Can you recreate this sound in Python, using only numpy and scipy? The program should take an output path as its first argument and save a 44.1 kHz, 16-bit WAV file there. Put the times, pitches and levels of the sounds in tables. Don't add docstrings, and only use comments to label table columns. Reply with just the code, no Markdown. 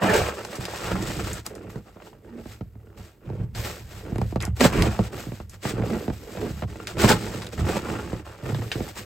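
import sys
import numpy as np
from scipy import signal
from scipy.fft import rfft, irfft, next_fast_len
from scipy.io import wavfile
from scipy.ndimage import uniform_filter1d

SR = 44100
rng = np.random.default_rng(int(sys.argv[2]) if len(sys.argv) > 2 else 0)


def transcribe(signal):
    frames = np.atleast_2d(signal).T
    limited = np.clip(frames, -1, 1)
    pcm = np.round(limited * 32767).astype(np.int16)
    wavfile.write(sys.argv[1], SR, pcm)


N = 399083

# start_s, peak_db, boom_db (relative), hardness_db (relative)
THUDS = [(0.027, -16.5, -11, -12), (0.582, -22.5, -3.5, -24), (0.916, -24, 4, -12), (1.039, -33, -8, -5),
         (1.757, -22, -24, -18), (1.96, -36.5, -22, -15), (2.13, -41, -26, -5), (2.456, -29.5, 0.5, -15),
         (2.609, -22, -2, -18.5), (2.754, -34.5, -4, -19), (3.263, -32, -6, -22), (3.3, -26, -14, -19),
         (3.396, -23.5, 4, -27), (3.425, -32, 4, -25), (4.12, -18.5, 3.5, -23), (4.158, -22.5, 1, -11),
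         (4.183, -18, -8, -14), (4.215, -16.5, -1, -14.5), (4.324, -21.5, -5, -16.5),
         (4.359, -15.5, -1, -13), (4.476, -21, 9, -15.5), (4.631, -14, -12, -21), (4.864, -17, -1, -8),
         (4.991, -9, -6.5, -17.5), (5.266, -22.5, -3, -25), (5.285, -27.5, -20, -27),
         (5.319, -24.5, -5, -16), (5.401, -28.5, -1, -9), (5.652, -16.5, -19, -10), (5.735, -19, -21, -41),
         (5.779, -22.5, -10, -12), (5.797, -17.5, -11, -23), (5.822, -18.5, -5.5, -13),
         (6.08, -16, -22, -14), (6.1, -18, -5.5, -12), (6.35, -36, -18, -5), (6.372, -26.5, 3, -5),
         (6.503, -22.5, -6, -17), (6.622, -22.5, -15, -6.5), (6.634, -20.5, 2, -8.5),
         (7.039, -5, -24, -8.5), (7.591, -21, 4, -8), (8.13, -19, -28, -16), (8.427, -24, -18, -18),
         (8.494, -19.5, -20, -12), (8.522, -19, -15, -21), (8.547, -24, -15, -9), (8.585, -23.5, 0, -19),
         (8.619, -26.5, -8, -5), (8.753, -18, -6, -17), (8.805, -20, -2.5, -15)]
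# start_s, peak_db, brightness_db (relative), rattle_db (relative)
TICKS = [(0.448, -23.5, -15, -13), (0.554, -28, -7, -1), (0.652, -21, -20, -11.5), (1.33, -23, 12, -6),
         (1.463, -18.5, -2, -21), (1.551, -33.5, -7, -13), (3.548, -32.5, -28, 8), (4.158, -36.5, -6, -23),
         (4.1814, -31, -11, -23), (4.215, -39, -3, -14), (4.359, -41.5, -7, -24), (4.403, -24, -25, -14),
         (4.411, -29, -20, -12), (4.423, -21, 3, -14), (4.4505, -21.5, -2, -20), (4.606, -11, -21, -9),
         (4.821, -14, -23, -19), (5.494, -35, -5, 3), (6.87, -19.5, -21.5, -12), (7.418, -29, -26, -4),
         (7.468, -26.5, -24, -22), (8.545, -30.5, -42, -14), (8.715, -16, -31.5, -5.5)]
# pitch_hz, width_hz, level_db
BLADE_MODES = [(580, 91, -8.5), (717, 65, -12.5), (850, 46, -6.5), (941, 52, -5.5), (1056, 25, -5.5),
               (1396, 28, -3.5), (1630, 82, -20), (2020, 55, -21), (2400, 52, -17), (2720, 50, -19),
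               (3110, 31, -6)]
# pitch_hz, level_db, t60_s
JOIST_MODES = [(56.5, 0, 0.19), (62.7, 5.5, 0.22), (73.3, -2.5, 0.33), (96, 1.5, 0.27), (113, -2.5, 0.25),
               (142.3, -4, 0.14), (176, -4, 0.091)]
# frequency_hz, density_db (per Hz)
EDGE_SPECTRUM = [(150, -25.5), (380, 2.5), (550, 2), (900, -1.5), (1250, -2.5), (1900, -8), (2900, -13.5),
                 (3800, -26), (8000, -55.5)]
# frequency_hz, density_db (per Hz)
SNOW_SPECTRUM = [(700, -13), (1800, 7), (3000, 3), (4600, 2.5), (6200, 0), (8400, 5.5), (10000, -11.5),
                 (12000, -3.5), (14500, -10.5), (16000, -1.5)]
# frequency_hz, density_db (per Hz)
PLANK_SPECTRUM = [(50, -26), (105, 0.5), (165, 4.5), (215, 4.5), (260, 0.5), (330, 2), (450, -3),
                  (650, -16), (1200, -22), (3000, -75)]
# frequency_hz, density_db (per Hz)
BLOW_SPECTRUM = [(30, -5.5), (70, 3.5), (140, 8), (280, 1.5), (480, -7.5), (900, -11), (1600, -31.5),
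                 (4000, -33), (12000, -66)]
# frequency_hz, density_db (per Hz)
SNAP_SPECTRUM = [(300, -12), (1000, -4), (1700, 2), (3300, -1), (5000, 6), (7500, 10), (10000, 10),
                 (16000, -12)]
# frequency_hz, density_db (per Hz)
AIR_SPECTRUM = [(20, -21), (65, 11.5), (130, -23), (300, -17), (600, -20), (1200, -41), (4000, -54),
                (9000, -34), (16000, -31)]
# frequency_hz, side_minus_mid_db
WIDTH = [(60, -16), (200, -7.5), (400, -9.5), (700, -1.5), (2000, -9.5), (2800, -3), (5700, -2.5),
         (6700, -12), (9500, -62), (14000, -29)]
# frequency_hz, left_minus_right_db
LEAN = [(60, 2.5), (150, 2), (350, -1.7), (1300, -1), (4400, 2.5), (9000, 0)]
# frequency_hz, t60_s
PORCH_DECAY = [(100, 0.33), (1000, 0.031), (4000, 0.095), (14000, 0.018)]
# time_s, depth_db (below zero turns the sawtooth over)
STUTTER = [(7.31, -1), (7.39, 6), (7.49, 27), (7.52, -3)]
# start_s, length_s, change_db (along the push), scrape_db, hiss_db, judder_db
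PUSHES = [(0.024, 0.11, 1, -20.5, -36, -26.5), (0.139, 0.16, -7.5, -21, -28.5, -32),
          (0.324, 0.08, 4.5, -40, -46, -43.5), (0.43, 0.25, -9, -44.5, -47, -41.5),
          (0.515, 0.057, -3, -39, -43, -56), (0.608, 0.05, -0.5, -39, -43, -42),
          (0.688, 0.2, -0.5, -36.5, -39, -42.5), (0.825, 0.09, 2, -37, -46, -46),
          (0.914, 0.16, -6.5, -34, -41.5, -31), (1.025, 0.19, 0, -42, -40.5, -33),
          (1.243, 0.14, 0, -41, -41.5, -39), (1.865, 0.029, 1.5, -53.5, -66, -56),
          (1.973, 0.052, 8, -60, -69, -66), (4.41, 0.043, 4, -42.5, -54, -54),
          (4.611, 0.038, 5.5, -20, -25, -20), (4.728, 0.14, 0, -28.5, -36.5, -20.5),
          (4.873, 0.2, -3, -39.5, -44, -43), (5.634, 0.066, 6.5, -40, -39, -35.5),
          (6.684, 0.17, 2, -51.5, -55.5, -44.5), (6.877, 0.032, 0.5, -40, -41, -44),
          (6.997, 0.059, 3.5, -24, -26, -19.5), (7.082, 0.035, -1, -17, -22.5, -17.5),
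          (7.137, 0.35, -9, -36, -37.5, -28), (7.53, 0.041, -12.5, -40.5, -39, -31),
          (7.58, 0.16, -4, -39, -44, -31), (7.655, 0.12, 5, -35.5, -42, -30.5),
          (7.82, 0.17, 3.5, -39, -48, -33.5), (7.998, 0.2, -4, -43.5, -48, -35),
          (8.258, 0.21, -11, -45, -51, -48), (8.46, 0.043, 1.5, -37.5, -48.5, -46)]
# start_s, length_s, swell_db, level_db
SQUEEZES = [(1.517, 0.16, -2.5, -38), (1.7, 0.1, 7.5, -49.5), (1.978, 0.21, 0, -52),
            (2.244, 0.17, 6.5, -48), (2.82, 0.19, 5, -53.5), (3.26, 0.18, 1, -40), (4.056, 0.21, -10, -36),
            (5.145, 0.13, -26, -31.5), (5.788, 0.072, -2.5, -28.5), (5.888, 0.074, -1.5, -27.5),
            (5.984, 0.12, -6, -33), (6.224, 0.084, 2, -42), (6.363, 0.11, 6.5, -34.5),
            (6.977, 0.04, -24, -30), (8.464, 0.069, -12.5, -32.5), (8.6, 0.15, -15, -36.5),
            (8.782, 0.078, -7.5, -32.5)]
# start_s, length_s, change_db, hiss_db
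SLIDES = [(1.465, 0.016, -15, -37), (1.701, 0.046, -13, -48.5), (1.755, 0.33, -10, -62),
          (2.039, 0.025, 10, -63.5), (2.404, 0.13, 11.5, -61), (2.976, 0.11, -4.5, -54.5),
          (3.559, 0.11, 7, -43), (3.697, 0.23, -17, -43), (3.892, 0.11, 4.5, -52), (4.02, 0.29, 8, -61),
          (4.57, 0.046, -9, -44), (5.128, 0.071, 10.5, -51), (5.228, 0.19, -7, -48.5),
          (5.515, 0.027, 5.5, -59.5), (5.84, 0.21, 5, -51), (6.13, 0.47, 1.5, -51), (8.439, 0.46, 6, -51),
          (8.954, 0.03, 8, -47)]
# start_s, length_s, boom_db
STEPS = [(-0, 0.23, -26), (0.844, 0.5, -27.5), (2.486, 0.37, -45), (2.973, 0.01, -32), (3.276, 0.15, -27.5),
         (3.55, 0.036, -22.5), (3.8, 0.5, -33), (4.194, 0.25, -29.5), (4.769, 0.055, -13.5),
         (5.462, 0.081, -37), (5.69, 0.072, -24.5), (6.446, 0.13, -29), (6.977, 0.1, -17),
         (7.59, 0.028, -15)]
# frequency_hz, density_db (per Hz)
SPRAY_SPECTRUM = [(3000, -31), (8000, -16), (12000, 16), (16000, 9)]
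# start_s, length_s, pitch_hz, width_hz, level_db
SQUAWKS = [(0.09, 0.0092, 1730, 199, -23), (4.416, 0.024, 2150, 900, -37), (4.733, 0.079, 2260, 800, -38.5)]
# start_s, peak_db
KNOCKS = [(0.286, -17), (0.45, -25), (0.683, -23), (0.736, -23), (0.874, -26), (0.916, -18), (1.102, -22.5),
          (1.197, -24), (1.621, -53), (1.969, -38), (2.001, -38), (2.072, -34), (2.611, -42.5),
          (4.611, -9.5), (4.66, -12), (5.779, -37), (5.823, -34), (6.757, -31.5), (6.801, -29),
          (6.969, -25), (7.044, -5)]
# start_s, length_s, pitch_hz (centre of its waver), level_db
BOARDS = [(0.02, 0.083, 184, -28.5), (0.916, 0.091, 188, -30.5), (2.314, 0.099, 235, -40),
          (3.277, 0.2, 135, -38), (4.612, 0.02, 258, -18.5), (5.926, 0.024, 222, -28),
          (6.433, 0.047, 237, -36.5), (8.46, 0.18, 145, -35), (8.495, 0.17, 113, -31.5)]

PUSH_ATTACK_S, PUSH_RELEASE_S = 0.019, 0.051
SQUEEZE_ATTACK_S, SQUEEZE_RELEASE_S = 0.061, 0.033
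SLIDE_ATTACK_S, SLIDE_RELEASE_S = 0.016, 0.086
STEP_ATTACK_S, STEP_RELEASE_S = 0.067, 0.098
SQUEEZE_SCRAPE_DB, SQUEEZE_HISS_DB, SQUEEZE_JUDDER_DB = -11.5, -23.5, -2.5
SLIDE_SCRAPE_DB, SLIDE_JUDDER_DB = -1, -2
REST_SCRAPE_DB, REST_HISS_DB, REST_JUDDER_DB = -69, -76, -62
UNEVEN_DB, UNEVEN_RATE_HZ = 2, 38
BOOM_DB, BOOM_FOLLOWS = -9.5, 0.67
CRUMB_DB, CRUMB_FOLLOWS = -10.5, 1
TOP_HZ = 15900

SIZE = 16384
HZ = np.fft.rfftfreq(SIZE, 1 / SR)
TIME = np.arange(N) / SR
CLOCK = np.arange(0, N / SR, .001)


def amp(db):
    return 10 ** (np.asarray(db) / 20)


def unit(x):
    return x / np.sqrt(np.mean(x ** 2) + 1e-20)


def peaking(x, db):
    return amp(db) * x / np.abs(x).max()


def along(points, hz=HZ):
    f, v = np.transpose(points)
    return np.interp(np.log(hz + 1), np.log(f + 1), v)


def wobble(rate):
    knots = rng.standard_normal(int(N * rate / SR) + 4)
    curve = np.interp(np.arange(N) * rate / SR, np.arange(len(knots)), knots)
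    return 2 * np.tanh(curve / 2)


def causal(db):
    cepstrum = irfft(np.log(np.maximum(amp(db), 1e-6)))
    cepstrum[1:SIZE // 2] *= 2
    cepstrum[SIZE // 2 + 1:] = 0
    return irfft(np.exp(rfft(cepstrum)))


def through(x, response):
    return signal.fftconvolve(x, response)[:N]


def ring(x, response):
    return through(x, response / np.linalg.norm(response))


def add(track, s, sound):
    start = max(round(s * SR), 0)
    part = track[start:start + len(sound)]
    part += sound[:len(part)]


def grains(rate, spread_db, clump_rate, clump_db):
    sizes = rng.choice([-1, 1], N) * amp(spread_db * rng.uniform(-2.1, 1.2, N))
    breaks = rng.random(N) < rate / SR
    return unit(breaks * sizes * amp(clump_db * wobble(clump_rate)))


def roaming(x, depth_db):
    z = signal.stft(x, nperseg=1024)[2]
    field = uniform_filter1d(rng.standard_normal(z.shape), size=3, axis=0)
    field = uniform_filter1d(field, size=4, axis=1)
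    gains = unit(amp(depth_db * np.tanh(unit(field))))
    return signal.istft(z * gains, nperseg=1024)[1][:N]


def gesture(s, length, change_db, attack, release):
    t = CLOCK - s
    outside = np.maximum(-t, 0) / attack + np.maximum(t - length, 0) / release
    return 10 ** -np.minimum(outside, 10) * amp(change_db * np.clip(t / length, 0, 1))


def level(gains):
    power_db = 10 * np.log10(np.sum(np.square(gains), axis=0))
    return np.interp(TIME, CLOCK, power_db)


def air(level_db=-56):
    return amp(level_db) * ring(rng.standard_normal(N), causal(along(AIR_SPECTRUM)))


def echo():
    hz, t, z = signal.stft(rng.standard_normal(SIZE), SR, nperseg=256)
    decay = amp(-60 * t / along(PORCH_DECAY, hz)[:, None])
    tail = signal.istft(z * decay, SR, nperseg=256)[1]
    return tail / np.linalg.norm(tail)


def porch(direct, oblique, wet_db=-17, width_db=-1, near_t60=0.016):
    paths = rng.standard_normal(SIZE) * amp(-60 * np.arange(SIZE) / SR / near_t60)
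    diffuse = along([(200, 0), (600, 1)])
    phase = np.pi / 2 + diffuse * np.angle(rfft(paths))
    scatter = irfft(np.exp(1j * phase))[:SIZE // 4]
    mid = direct + amp(wet_db) * through(direct, echo())
    side = through(ring(oblique, scatter), causal(along(WIDTH) + width_db))
    lean_db = along(LEAN) / 2
    left = through(mid + side, causal(lean_db))
    right = through(mid - side, causal(-lean_db))
    return np.array([left, right])


def bending(db, sweep):
    delay = sweep * np.maximum(np.sqrt(100 / (HZ + 10)) - 1 / 4, 0)
    phase = 2 * np.pi * np.cumsum(delay) * SR / SIZE
    return irfft(rfft(causal(db)) * np.exp(1j * (phase[-1] - phase)))[:SIZE // 2]


def joists(scatter_db, swell):
    t = np.arange(SIZE) / SR
    chance = rng.standard_normal((len(JOIST_MODES), 2))
    modes = 0
    for (hz, db, t60), (louder, phase) in zip(JOIST_MODES, chance):
        decay = amp(db + scatter_db * louder - 60 * t / t60)
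        modes = modes + decay * np.sin(2 * np.pi * hz * t + np.pi * phase)
    return modes * (1 - np.exp(-t / swell))


def weight(judder_db):
    steps = [amp(db) * gesture(s, length, 0, STEP_ATTACK_S, STEP_RELEASE_S) for s, length, db in STEPS]
    answer_db = BOOM_DB + BOOM_FOLLOWS * judder_db
    return 10 * np.log10(amp(level(steps)) ** 2 + amp(answer_db) ** 2)


def deck(judder_db, boom_db, plank_db=-2.5, joist_db=-4.5):
    jolts = roaming(grains(rate=480, spread_db=2.0, clump_rate=34, clump_db=0.5), depth_db=4.0)
    planks = ring(jolts * amp(judder_db + plank_db), bending(along(PLANK_SPECTRUM), sweep=0.0139))
    load = grains(rate=300, spread_db=3.0, clump_rate=15.0, clump_db=-2.5)
    damping = amp(-60 * np.arange(SIZE) / SR)
    boom = ring(load * amp(boom_db + joist_db), joists(scatter_db=0.5, swell=0.0031) * damping)
    return planks + boom


def boards(attack=0.0096, release=0.044, waver=0.053, waver_rate=60, flutter_db=2):
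    track = np.zeros(N)
    turns = np.cumsum(1 + waver * wobble(waver_rate)) / SR
    for s, length, hz, db in BOARDS:
        gain = np.interp(TIME, CLOCK, gesture(s, length, 0, attack, release))
        track += amp(db) * gain * np.sqrt(2) * np.sin(2 * np.pi * hz * turns)
    return track * amp(flutter_db * wobble(waver_rate))


def creaks(level_db=-6, pitch_hz=310, scatter_octaves=0.506, overshoot=1.235, fall_s=0.0027,
           t60=0.045, size_db=2.5, count=1000):
    squeezes = [amp(db) * gesture(s, length, swell, SQUEEZE_ATTACK_S, SQUEEZE_RELEASE_S)
                for s, length, swell, db in SQUEEZES]
    track, t = np.zeros(N), np.arange(SIZE // 8) / SR
    settled = 1 - np.exp(-t / fall_s)
    for k, (late, high, big, phase) in enumerate(rng.standard_normal((count, 4))):
        final_hz = pitch_hz * 2 ** (scatter_octaves * np.tanh(high))
        turns = final_hz * (t + overshoot * fall_s * settled)
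        decay = amp(size_db * np.tanh(big) - 60 * t / t60)
        chirp = np.sin(2 * np.pi * (turns + phase)) * settled * decay
        add(track, (k + np.tanh(late)) * N / SR / count, chirp)
    return unit(track) * amp(level(squeezes) + level_db)


def thuds(sweep=0.01122, chirp_db=-0.5, boom_db=-3, usual_hardness_db=-12, follow=0.97,
          rattle=0.81, rattle_t60=0.064, crust_db=3, crust_t60=0.038):
    track, t = np.zeros(N), np.arange(SIZE // 4) / SR
    treble = along([(300, 0), (1100, 1)])
    edge = causal(along(EDGE_SPECTRUM))
    for s, db, low_db, hard_db in THUDS:
        blow_db = along(BLOW_SPECTRUM) + follow * (hard_db - usual_hardness_db) * treble
        chirp = bending(blow_db, sweep * np.exp(0.235 * rng.standard_normal()))
        contact = rng.standard_normal(len(t)) ** 3 * amp(-60 * t / rattle_t60)
        contact *= rattle / np.linalg.norm(contact)
        contact[0] = 1
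        add(track, s, peaking(through(contact, chirp), db + chirp_db))
        crust = through(rng.standard_normal(len(t)) * amp(-60 * t / crust_t60), edge)
        add(track, s, peaking(crust, db + hard_db + crust_db))
        boom = joists(scatter_db=-0.5, swell=0.038)
        add(track, s + 0.0027, peaking(boom, db + low_db + boom_db))
    return track


def snow(hiss_db, powder_db=-4.0, crunch_db=-3.5, grit_db=-5, loudest_grit_db=-39):
    powder = amp(powder_db) * rng.standard_normal(N)
    crunch = amp(crunch_db) * grains(rate=2500, spread_db=0.5, clump_rate=160, clump_db=3.5)
    crackle = grains(rate=220, spread_db=1, clump_rate=30, clump_db=3.0)
    grit = amp(grit_db + np.minimum(hiss_db, loudest_grit_db)) * crackle
    return ring((powder + crunch) * amp(hiss_db) + grit, causal(along(SNOW_SPECTRUM)))


def spray(level_db=-9):
    slides = [amp(db) * gesture(s, length, change, SLIDE_ATTACK_S, SLIDE_RELEASE_S)
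              for s, length, change, db in SLIDES]
    return ring(rng.standard_normal(N) * amp(level(slides) + level_db), causal(along(SPRAY_SPECTRUM)))


def crumbs(scrape_db, pitch_hz=1250, scatter_octaves=0.87, width_octaves=0.37, size_db=3,
           fall_db_per_octave=3, t60=0.062, count=950):
    track, size = np.zeros(N), SIZE // 16
    t, hz = np.arange(size) / SR, np.fft.rfftfreq(size, 1 / SR)
    times = (np.arange(count) + rng.uniform(0, 2, count)) * N / SR / count
    for s, (high, big, *noise) in zip(times, rng.standard_normal((count, size + 2))):
        octaves = scatter_octaves * np.clip(high, -2, 2)
        distance = (np.log2((hz + 1) / pitch_hz) - octaves) / width_octaves
        burst = unit(irfft(rfft(noise) * np.exp(-distance ** 2 / 2)))
        lump_db = size_db * np.tanh(big) - fall_db_per_octave * octaves
        add(track, s, burst * amp(lump_db - 60 * t / t60))
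    return unit(track) * amp(CRUMB_DB + CRUMB_FOLLOWS * scrape_db)


def ticks(crack_t60=0.0051, rattle_t60=0.11, level_db=3, usual_bright_db=-8, follow=0.97):
    track, t = np.zeros(N), np.arange(SIZE // 2) / SR
    treble = along([(3500, 0), (7000, 1)])
    for s, db, bright_db, rattle_db in TICKS:
        decay = amp(-60 * t / crack_t60) + amp(rattle_db - 60 * t / rattle_t60)
        burst = rng.standard_normal(len(t)) * decay
        snap_db = along(SNAP_SPECTRUM) + follow * (bright_db - usual_bright_db) * treble
        add(track, s + 0.0014, peaking(through(burst, causal(snap_db)), db + level_db))
    return track


def blade_db(ring_db):
    peaks = sum(amp(db + ring_db) / (1 + (2 * (HZ - hz) / width) ** 2) for hz, width, db in BLADE_MODES)
    return along(EDGE_SPECTRUM) + 20 * np.log10(1 + peaks)


def knocks(contact_t60=0.021, ring_db=10):
    track, t = np.zeros(N), np.arange(SIZE // 4) / SR
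    blade = causal(blade_db(ring_db))
    for s, db in KNOCKS:
        contact = rng.standard_normal(len(t)) * amp(-60 * t / contact_t60)
        add(track, s, peaking(through(contact, blade), db))
    return track


def squawks(attack=0.014, release=0.014):
    track = np.zeros(N)
    for s, length, hz, width, db in SQUAWKS:
        resonance = causal(-20 * np.log10(1 + (2 * (HZ - hz) / width) ** 2))
        swell_db = level([gesture(s, length, 0, attack, release)])
        track += ring(rng.standard_normal(N) * amp(db + swell_db), resonance)
    return track


def catches(scrape_db, level_db=-2, strongest_db=-36, contact_t60=0.02):
    t = np.arange(SIZE // 8) / SR
    contact = rng.standard_normal(len(t)) * amp(-60 * t / contact_t60)
    breaks = grains(rate=70, spread_db=0.5, clump_rate=9.9, clump_db=1.5)
    snags = roaming(ring(breaks, contact), depth_db=2)
    force_db = np.minimum(scrape_db, strongest_db) + level_db
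    return ring(snags * amp(force_db), causal(blade_db(ring_db=3.5)))


def stutter(slip_hz=95, uneven=0.27):
    turns = np.cumsum(slip_hz * np.exp(uneven * wobble(86))) / SR
    times, depths_db = np.transpose(STUTTER)
    return np.interp(TIME, times, depths_db) * (1 / 3 - turns % 1)


def scrape(scrape_db, ring_db=0, level_db=-3.5):
    slips = roaming(grains(rate=2200, spread_db=2.0, clump_rate=110, clump_db=0.0), depth_db=8.0)
    return ring(slips * amp(scrape_db + level_db), causal(blade_db(ring_db)))


def shovelling():
    moves = [(np.ones(len(CLOCK)), [REST_SCRAPE_DB, REST_HISS_DB, REST_JUDDER_DB])]
    for s, length, change, *levels in PUSHES:
        moves.append((gesture(s, length, change, PUSH_ATTACK_S, PUSH_RELEASE_S), levels))
    for s, length, swell, db in SQUEEZES:
        levels = [db + SQUEEZE_SCRAPE_DB, db + SQUEEZE_HISS_DB, db + SQUEEZE_JUDDER_DB]
        moves.append((gesture(s, length, swell, SQUEEZE_ATTACK_S, SQUEEZE_RELEASE_S), levels))
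    for s, length, change, db in SLIDES:
        levels = [db + SLIDE_SCRAPE_DB, db, db + SLIDE_JUDDER_DB]
        moves.append((gesture(s, length, change, SLIDE_ATTACK_S, SLIDE_RELEASE_S), levels))
    gains, levels_db = map(np.array, zip(*moves))
    uneven_db = UNEVEN_DB * wobble(UNEVEN_RATE_HZ)
    return [level(gains * amp(db)[:, None]) + uneven_db for db in levels_db.T]


def scene():
    scrape_db, hiss_db, judder_db = shovelling()
    slip_db = stutter()
    common = air() + deck(judder_db, weight(judder_db)) + boards() + creaks() + thuds()
    common += spray() + crumbs(scrape_db + slip_db)
    common += ticks() + knocks() + squawks() + catches(scrape_db)
    forwards = scrape(scrape_db + slip_db) + snow(hiss_db + slip_db)
    sideways = scrape(scrape_db + slip_db) + snow(hiss_db + slip_db)
    return porch(common + forwards, common + sideways)


def record(dry, low_cut_hz=42, in_step_hz=6750, opposed_hz=10100):
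    size = next_fast_len(N + SIZE)
    hz = np.fft.rfftfreq(size, 1 / SR)
    low_cut = signal.butter(2, low_cut_hz, "highpass", fs=SR, output="sos")
    heard = signal.sosfilt(low_cut, dry)
    lag = np.pi * np.maximum(hz - in_step_hz, 0) / (opposed_hz - in_step_hz)
    ports = np.exp(1j * np.array([-lag, lag]) / 2)
    return irfft(rfft(heard, size) * ports * (hz < TOP_HZ), size)[:, :N]


dry = scene()
out = record(dry)
transcribe(out)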